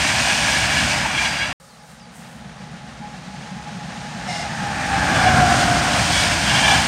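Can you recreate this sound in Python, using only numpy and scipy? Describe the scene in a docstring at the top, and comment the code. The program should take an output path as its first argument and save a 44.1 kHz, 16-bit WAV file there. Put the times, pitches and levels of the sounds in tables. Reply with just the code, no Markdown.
"""A grassy slope above a valley line, where two electric passenger trains pass.
The last coaches of one roll away until the sound cuts off. After a brief silence birds chip, grass
rustles and a second train drones closer with a hoarse toot. Rough wheels excite rumble, rail roar and
hiss, and ring in their modes bogie by bogie. Levels fall with distance, and the Doppler effect lowers
the locomotive's gear whine as it goes by."""
import sys
import numpy as np
from scipy import signal
from scipy.fft import rfft, irfft, next_fast_len
from scipy.io import wavfile
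from scipy.ndimage import uniform_filter1d

SR = 44100
rng = np.random.default_rng(int(sys.argv[2]) if len(sys.argv) > 2 else 0)


def generate_wav(sig):
    """Save sig (samples, or channels by samples) to the path in sys.argv[1] as 16-bit PCM at SR."""
    pcm = np.round(np.clip(np.atleast_2d(sig).T, -1, 1) * 32767).astype(np.int16)
    wavfile.write(sys.argv[1], SR, pcm)


N = 302967
T = np.arange(N) / SR
FFT_SIZE = next_fast_len(N, real=True)
FREQS = np.maximum(np.fft.rfftfreq(FFT_SIZE, 1 / SR), 1)
TRAIN_M_S, SOUND_M_S, TRACK_DISTANCE_M = 32, 343, 15
CUT_S, RESUME_S = 1.529, 1.6  # the silence between the trains
DRIVE_ABREAST_S = 5.16  # closest approach of the locomotive's front drive

# spectrum of track and car bodies nearby: frequency_hz, level_db
RUMBLE_NEAR = [(20, -25), (46, -18), (60, 1), (90, -2), (122, 1.5), (190, -2.5), (270, -4), (340, -11.5),
               (430, -21.5), (700, -22)]
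# spectrum of the rails under coaches: frequency_hz, level_db
ROAR_COACH = [(440, -13), (600, 5), (800, 5.5), (1000, 3.5), (1250, 0), (1650, 7.5), (2000, 3.5), (2600, 4),
              (3400, -5), (6000, -34)]
# spectra of the wheel contact, near and far: frequency_hz, level_db
HISS_NEAR = [(1500, -27), (3000, 1.5), (3800, -1.5), (5000, -0.5), (6500, -3), (7900, -6.5), (8800, -4.5),
             (9400, -10), (10100, -20.5), (11600, -21.5), (13000, -26.5), (15600, -34)]
HISS_FAR = [(1500, -24), (3000, -10), (3800, 2.5), (5200, 1), (6600, -0.5), (7900, -6), (9000, -5.5),
            (9600, -10), (10100, -22), (12000, -23.5), (13300, -38), (15600, -47)]


def undb(db):
    """Decibels to amplitude ratio."""
    return 10 ** (np.asarray(db) / 20)


def unit(x):
    """Normalise to rms 1."""
    return x / np.sqrt(np.mean(x ** 2))


def colour(points):
    """Spectral envelope through (frequency_hz, level_db) points, rolling off beyond the ends."""
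    hz, db = np.transpose(points)
    rolloff = np.minimum(FREQS / hz[0], 1) * np.minimum(hz[-1] / FREQS, 1)
    return undb(np.interp(np.log(FREQS), np.log(hz), db)) * rolloff ** 2


def resonances(modes):
    """Modal superposition: each mode adds a Lorentzian peak to the gain curve."""
    return sum(undb(db) / (1 + (2 * (FREQS - hz) / width_hz) ** 2) for hz, width_hz, db in modes)


def shaped(x, gain):
    """Filter by a gain curve, to rms 1."""
    return unit(irfft(rfft(x, FFT_SIZE) * gain, FFT_SIZE)[:N])


def walk(rate_hz):
    """Smooth random fluctuation of rms 1, with a bandwidth of about rate_hz."""
    return shaped(rng.standard_normal(N), np.exp(-(FREQS / rate_hz) ** 2) * (FREQS > 1))


def swell(peak_s, half_s):
    """Gaussian envelope of height 1."""
    return np.exp(-.5 * ((T - peak_s) / half_s) ** 2)


def tone(hz, width_hz, rough):
    """Random modulation spreads part of a spectral line into a narrow band."""
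    scatter = (walk(width_hz) + 1j * walk(width_hz)) / np.sqrt(2)
    carrier = np.exp(2j * np.pi * np.cumsum(hz) / SR)
    return unit(np.real((1 + rough * scatter) * carrier))


def repitch(x, ratio):
    """Time compression multiplies every frequency by the ratio."""
    return np.interp(np.cumsum(ratio * np.ones(N)) % N, np.arange(N), x)


def doppler_ratio(abreast_s):
    """Doppler effect: a point on a train sounds high as it comes, low as it goes."""
    along_m = TRAIN_M_S * (T - abreast_s)
    receding_m_s = TRAIN_M_S * along_m / np.hypot(along_m, TRACK_DISTANCE_M)
    return 1 / (1 + receding_m_s / SOUND_M_S)


def doublings(abreast_s):
    """Doublings of the distance to a point on a train, counted from its closest approach."""
    distance_m = np.hypot(TRAIN_M_S * (T - abreast_s), TRACK_DISTANCE_M)
    return np.log2(distance_m / TRACK_DISTANCE_M)


def fading(layers, away):
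    """Attenuation with distance: each layer loses its own number of dB per doubling."""
    return [db - fall_db * away for db, fall_db in layers]


def contact(grit_db):
    """Contact force between rough surfaces: dense tiny impacts of uneven size."""
    return rng.standard_normal(N) * undb(grit_db * walk(250))


def rolling(levels_db, rumble_points, roar_points, hiss_points, pitch=1):
    """Roughness excitation: wheels shake track and car bodies, make rails roar and hiss at the contact."""
    rumble_db, roar_db, hiss_db = levels_db
    flutter = walk(18)  # worn spots on the turning wheels
    rumble = shaped(contact(grit_db=-1.0), colour(rumble_points)) * undb(rumble_db)
    roar = shaped(contact(grit_db=1.04), colour(roar_points))
    roar = repitch(roar, pitch) * undb(roar_db + 0.69 * flutter)
    hiss = shaped(contact(grit_db=0.63), colour(hiss_points)) * undb(hiss_db + 0.77 * flutter)
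    return rumble + roar + hiss


def first_train(tail_abreast_s=0.77):
    """A receding source: the rolling noise holds until the tail has passed, then falls with distance."""
    # rumble, roar and hiss of the last coaches: abreast_db, fall_db_per_doubling
    leaving = [(-28.5, 6.5), (-22, 6), (-27, 14)]
    away = doublings(tail_abreast_s) * (T > tail_abreast_s)
    return rolling(fading(leaving, away), RUMBLE_NEAR, ROAR_COACH, HISS_NEAR) + wheels(0, CUT_S)


def bogie(abreast_s, ring_db, rail_db, hiss_db, half_s, glide=.008, throb_db=3.0, wear=.02):
    """Forced vibration: wheels and rail ring in their modes and treads hiss, swelling as they go by."""
    # modes of the wheel discs and of the rail: frequency_hz, width_hz, level_db
    wheel_modes = [(1670, 110, -2), (2305, 170, -1.5), (2850, 120, -4.5), (3400, 120, -5.5),
                   (4100, 110, -11), (4900, 180, -12), (5980, 60, -11)]
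    rail_modes = [(790, 220, 2), (1030, 230, -7), (1600, 610, -5.5)]
    ring = shaped(rng.standard_normal(N), resonances(wheel_modes))
    rail = shaped(rng.standard_normal(N), resonances(rail_modes))
    hiss = shaped(rng.standard_normal(N), colour(HISS_NEAR))
    along = (T - abreast_s) / half_s
    nearness = 1 / (1 + along ** 2)
    tuning = 1 + wear * rng.uniform(-1, 1)  # wheels are worn to their own pitch
    ring = repitch(ring, tuning * (1 - glide * along * np.sqrt(nearness)))
    ring *= undb(ring_db + throb_db * walk(24))
    return nearness * (ring + rail * undb(rail_db) + hiss * undb(hiss_db))


def squeak(peak_s, hz, half_s, db, sink=0.0037):
    """Lateral slip excites one wheel mode briefly; its pitch falls slightly as the wheel moves off."""
    sinking_hz = hz * (1 - sink * np.tanh((T - peak_s) / half_s))
    return undb(db) * swell(peak_s, half_s) * tone(sinking_hz, width_hz=60, rough=1.7)


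def wheels(start_s, end_s):
    """Superposition of the bogies and squeaks that peak between two moments."""
    # bogies rolling past: abreast_s, ring_db, rail_db, hiss_db, half_duration_s
    bogies = [(0.03, -26.5, -37, -28, 0.21), (0.302, -26, -29, -25, 0.2), (0.563, -23.5, -32, -26.5, 0.11),
              (0.791, -26, -38, -28, .1), (0.928, -30, -38, -29, 0.053), (1.237, -24, -30.5, -27.5, .1),
              (1.415, -30, -44, -35, 0.1205), (5.223, -28.5, -26.5, -38, 0.134),
              (5.604, -36, -27, -26, 0.078), (5.885, -42, -27.5, -37, 0.17), (6.184, -35, -37, -25, 0.103),
              (6.57, -22, -23, -28, 0.087), (6.718, -20, -19.5, -24, 0.082)]
    # single wheel modes flaring up: peak_s, pitch_hz, half_duration_s, level_db
    squeaks = [(0.316, 2520, 0.12, -27.5), (0.555, 1665, 0.033, -25.5), (0.754, 2300, .05, -31),
               (.78, 1703, 0.023, -25.5), (.802, 2840, .025, -31), (0.997, 5100, 0.052, -36),
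               (1.059, 895, 0.013, -26), (1.185, 3200, 0.0088, -28), (1.215, 2378, 0.072, -28),
               (1.37, 4750, .07, -35), (6.185, 2260, .06, -26.5), (6.184, 3350, 0.048, -26.5),
               (6.64, 3137, 0.12, -25.5), (6.68, 2353, 0.053, -24), (6.7, 1700, 0.094, -24)]
    ringing = sum(bogie(*row) for row in bogies if start_s < row[0] < end_s)
    return ringing + sum(squeak(*row) for row in squeaks if start_s < row[0] < end_s)


def hill_shadow(clear_s=2.34):
    """Acoustic shadow: how much of the second train the hillside still hides, from 1 to 0."""
    return np.clip((clear_s - T) / (clear_s - RESUME_S), 0, 1)


def second_train(loco_abreast_s=5.366, coach_abreast_s=6.13, arrive_s=4.66, arrive_span_s=0.43):
    """An approaching source: a drone leaves the hill's shadow and opens into a near, rolling roar."""
    # rumble, roar and hiss of each part of the train: abreast_db, fall_db_per_doubling
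    far_levels = [(-27.5, 4.12), (-24, 7.49), (-29, 8.76)]
    loco_levels = [(-19.5, 16.3), (-18, 9.8), (-28, 12.6)]
    coach_levels = [(-25, 4.7), (-23, 11), (-24.5, 9.8)]
    # spectra of far track and bodies, far rails and rails under the locomotive: frequency_hz, level_db
    rumble_far = [(20, -33), (45, -19), (68, -5.5), (92, -19), (130, -3), (180, 1.5), (230, -4),
                  (290, -18.5), (360, -22), (600, -44)]
    roar_far = [(300, -15), (430, -2.5), (520, 0.5), (760, 8), (950, 1), (1250, 1.5), (1700, 3),
                (2300, -1.5), (3300, -4.5), (6000, -26)]
    roar_loco = [(350, -14), (510, 0), (700, 7), (800, 12), (930, -4.5), (1100, 5), (1280, 2), (1560, 10.5),
                 (1900, -1.5), (2200, 1.5), (3200, -11), (6000, -32)]
    # gain in the hill's full shadow: rumble_db, roar_db, hiss_db
    shadow_db = (-14.5, -6.5, 0)
    loco_away = doublings(loco_abreast_s)
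    coach_away = doublings(coach_abreast_s) * (T < coach_abreast_s)
    far_db = fading(far_levels, loco_away) + np.outer(shadow_db, hill_shadow())
    far = rolling(far_db, rumble_far, roar_far, HISS_FAR)
    loco = rolling(fading(loco_levels, loco_away), RUMBLE_NEAR, roar_loco, HISS_NEAR,
                   pitch=1.025 * doppler_ratio(DRIVE_ABREAST_S))
    coaches = rolling(fading(coach_levels, coach_away), RUMBLE_NEAR, ROAR_COACH, HISS_NEAR)
    near = .5 + .5 * np.tanh((T - arrive_s) / arrive_span_s)  # drives an equal-power crossfade
    return np.sqrt(1 - near) * far + np.sqrt(near) * (loco + coaches) + wheels(RESUME_S, T[-1])


def drive_whine(source_hz=760, abreast_db=-26, fall_db_per_doubling=10, rear_lag_s=0.55,
                rear_db=-8, skirt_db=-7, shadow_db=-5, waver=0.0018):
    """Doppler shift lowers the passing locomotive's gear whine; the rear bogie follows a moment later."""
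    # brief surges of the whine: peak_s, half_duration_s, lift_db
    flares = [(3.04, 0.049, 11), (3.5, 0.24, 3.5), (4.44, 0.029, 10), (4.618, .04, 0), (5.283, 0.042, 10),
              (5.444, .035, 10), (5.752, 0.03, 7), (5.92, .04, 5)]
    front_hz = source_hz * doppler_ratio(DRIVE_ABREAST_S) * (1 + waver * walk(3.5))
    away = doublings(DRIVE_ABREAST_S + rear_lag_s / 2)
    db = abreast_db - fall_db_per_doubling * away + shadow_db * hill_shadow()
    flare = undb(sum(lift_db * swell(peak_s, half_s) for peak_s, half_s, lift_db in flares))
    front = tone(front_hz, width_hz=18, rough=1.0)
    rear = tone(source_hz * doppler_ratio(DRIVE_ABREAST_S + rear_lag_s), width_hz=23, rough=4.4)
    skirt = tone(front_hz, width_hz=60, rough=21.0)  # scattering along the slope widens the line
    return undb(db) * (flare * front + undb(rear_db) * rear + undb(skirt_db) * np.sqrt(flare) * skirt)


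def valley(db=-52, drift_db=1.6):
    """Ambient noise: trees and distant traffic merge into a soft, slowly swelling hush."""
    # spectrum of the hush: frequency_hz, level_db
    hush = [(20, -15), (50, -2), (70, 12), (95, -7), (180, 7), (340, -14), (510, 6), (800, -13), (1250, 0),
            (2200, -23), (5000, -19), (9000, -34), (10500, -28), (15600, -43)]
    return shaped(rng.standard_normal(N), colour(hush)) * undb(db + drift_db * walk(1.2))


def high_sizzle(centre_hz=9600, db=-68.5):
    """Narrow-band noise: a faint, thin, steady sizzle near 9.6 kHz."""
    return undb(db) * tone(np.full(N, centre_hz), width_hz=130, rough=5)


def grass():
    """Friction noise: dry stalks brush each other in short, crisp swells."""
    # grass stirring close by: peak_s, half_duration_s, level_db
    rustles = [(1.66, 0.11, -56.5), (1.912, 0.044, -55), (2.177, 0.033, -52), (2.3, .08, -55.5)]
    # spectrum of the rubbing stalks: frequency_hz, level_db
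    stalk_spectrum = [(4000, -16), (7000, -1), (9200, 3), (10200, -9), (12500, -8), (15600, -15)]
    stir = sum(undb(db) * swell(peak_s, half_s) for peak_s, half_s, db in rustles)
    return stir * shaped(contact(grit_db=-1.5), colour(stalk_spectrum))


def birds(attack_s=.004, fall_s=.007, sag_hz_per_s=4500):
    """Frequency modulation: each chip drops quickly to a knee, then sags on as a fading whistle."""
    # bird chips: start_s, start_hz, knee_hz, length_s, level_db
    chips = [(1.688, 6200, 4350, .075, -53), (1.798, 5700, 4900, .025, -53), (1.999, 6200, 4850, .08, -50),
             (2.612, 5800, 4400, .06, -54)]
    out = np.zeros(N)
    for start_s, start_hz, knee_hz, length_s, db in chips:
        age = np.clip(T - start_s, 0, length_s)
        hz = knee_hz + (start_hz - knee_hz) * np.exp(-age / fall_s) - sag_hz_per_s * age
        envelope = np.minimum(age / attack_s, 1) * np.sqrt(1 - age / length_s)
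        out += undb(db) * envelope * np.sin(2 * np.pi * np.cumsum(hz) / SR)
    return out


def toot(start_s=4.265, attack_s=.035, hold_s=.105, release_s=.07,
         ring_db=-29, air_db=-35.5, sag_per_s=.25):
    """Resonance: rushing air excites a few modes that sag in pitch, giving a short, hoarse blast."""
    # resonances of the toot: frequency_hz, width_hz, level_db
    modes = [(704, 63, 1), (2090, 150, -4), (2820, 120, -11), (3550, 90, -15), (5230, 450, -12.5)]
    age = T - start_s
    attack = np.clip(age / attack_s, 0, 1)
    release = np.exp(-np.maximum(age - attack_s - hold_s, 0) / release_s)
    pitch = 1 - sag_per_s * np.clip(age - hold_s, -hold_s, hold_s)
    ring = repitch(shaped(rng.standard_normal(N), resonances(modes)), pitch)
    air = shaped(rng.standard_normal(N), colour(HISS_FAR))
    return attack * release * (undb(ring_db) * ring + undb(air_db) * air)


def scene():
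    """One train, an abrupt silence, then the next, superposed on the quiet background."""
    later = second_train() + drive_whine() + toot() + birds() + high_sizzle() + grass() + valley()
    before_cut = uniform_filter1d(1. * (T < CUT_S), size=64)
    after_cut = uniform_filter1d(1. * (T > RESUME_S), size=64)
    return (before_cut * first_train() + after_cut * later)[None]


def record(dry):
    """Band limiting: a steep low-pass filter removes the highest treble."""
    cutoff_hz = 15700
    return signal.sosfilt(signal.ellip(10, .1, 80, cutoff_hz, fs=SR, output="sos"), dry)


dry = scene()
out = record(dry)
generate_wav(out)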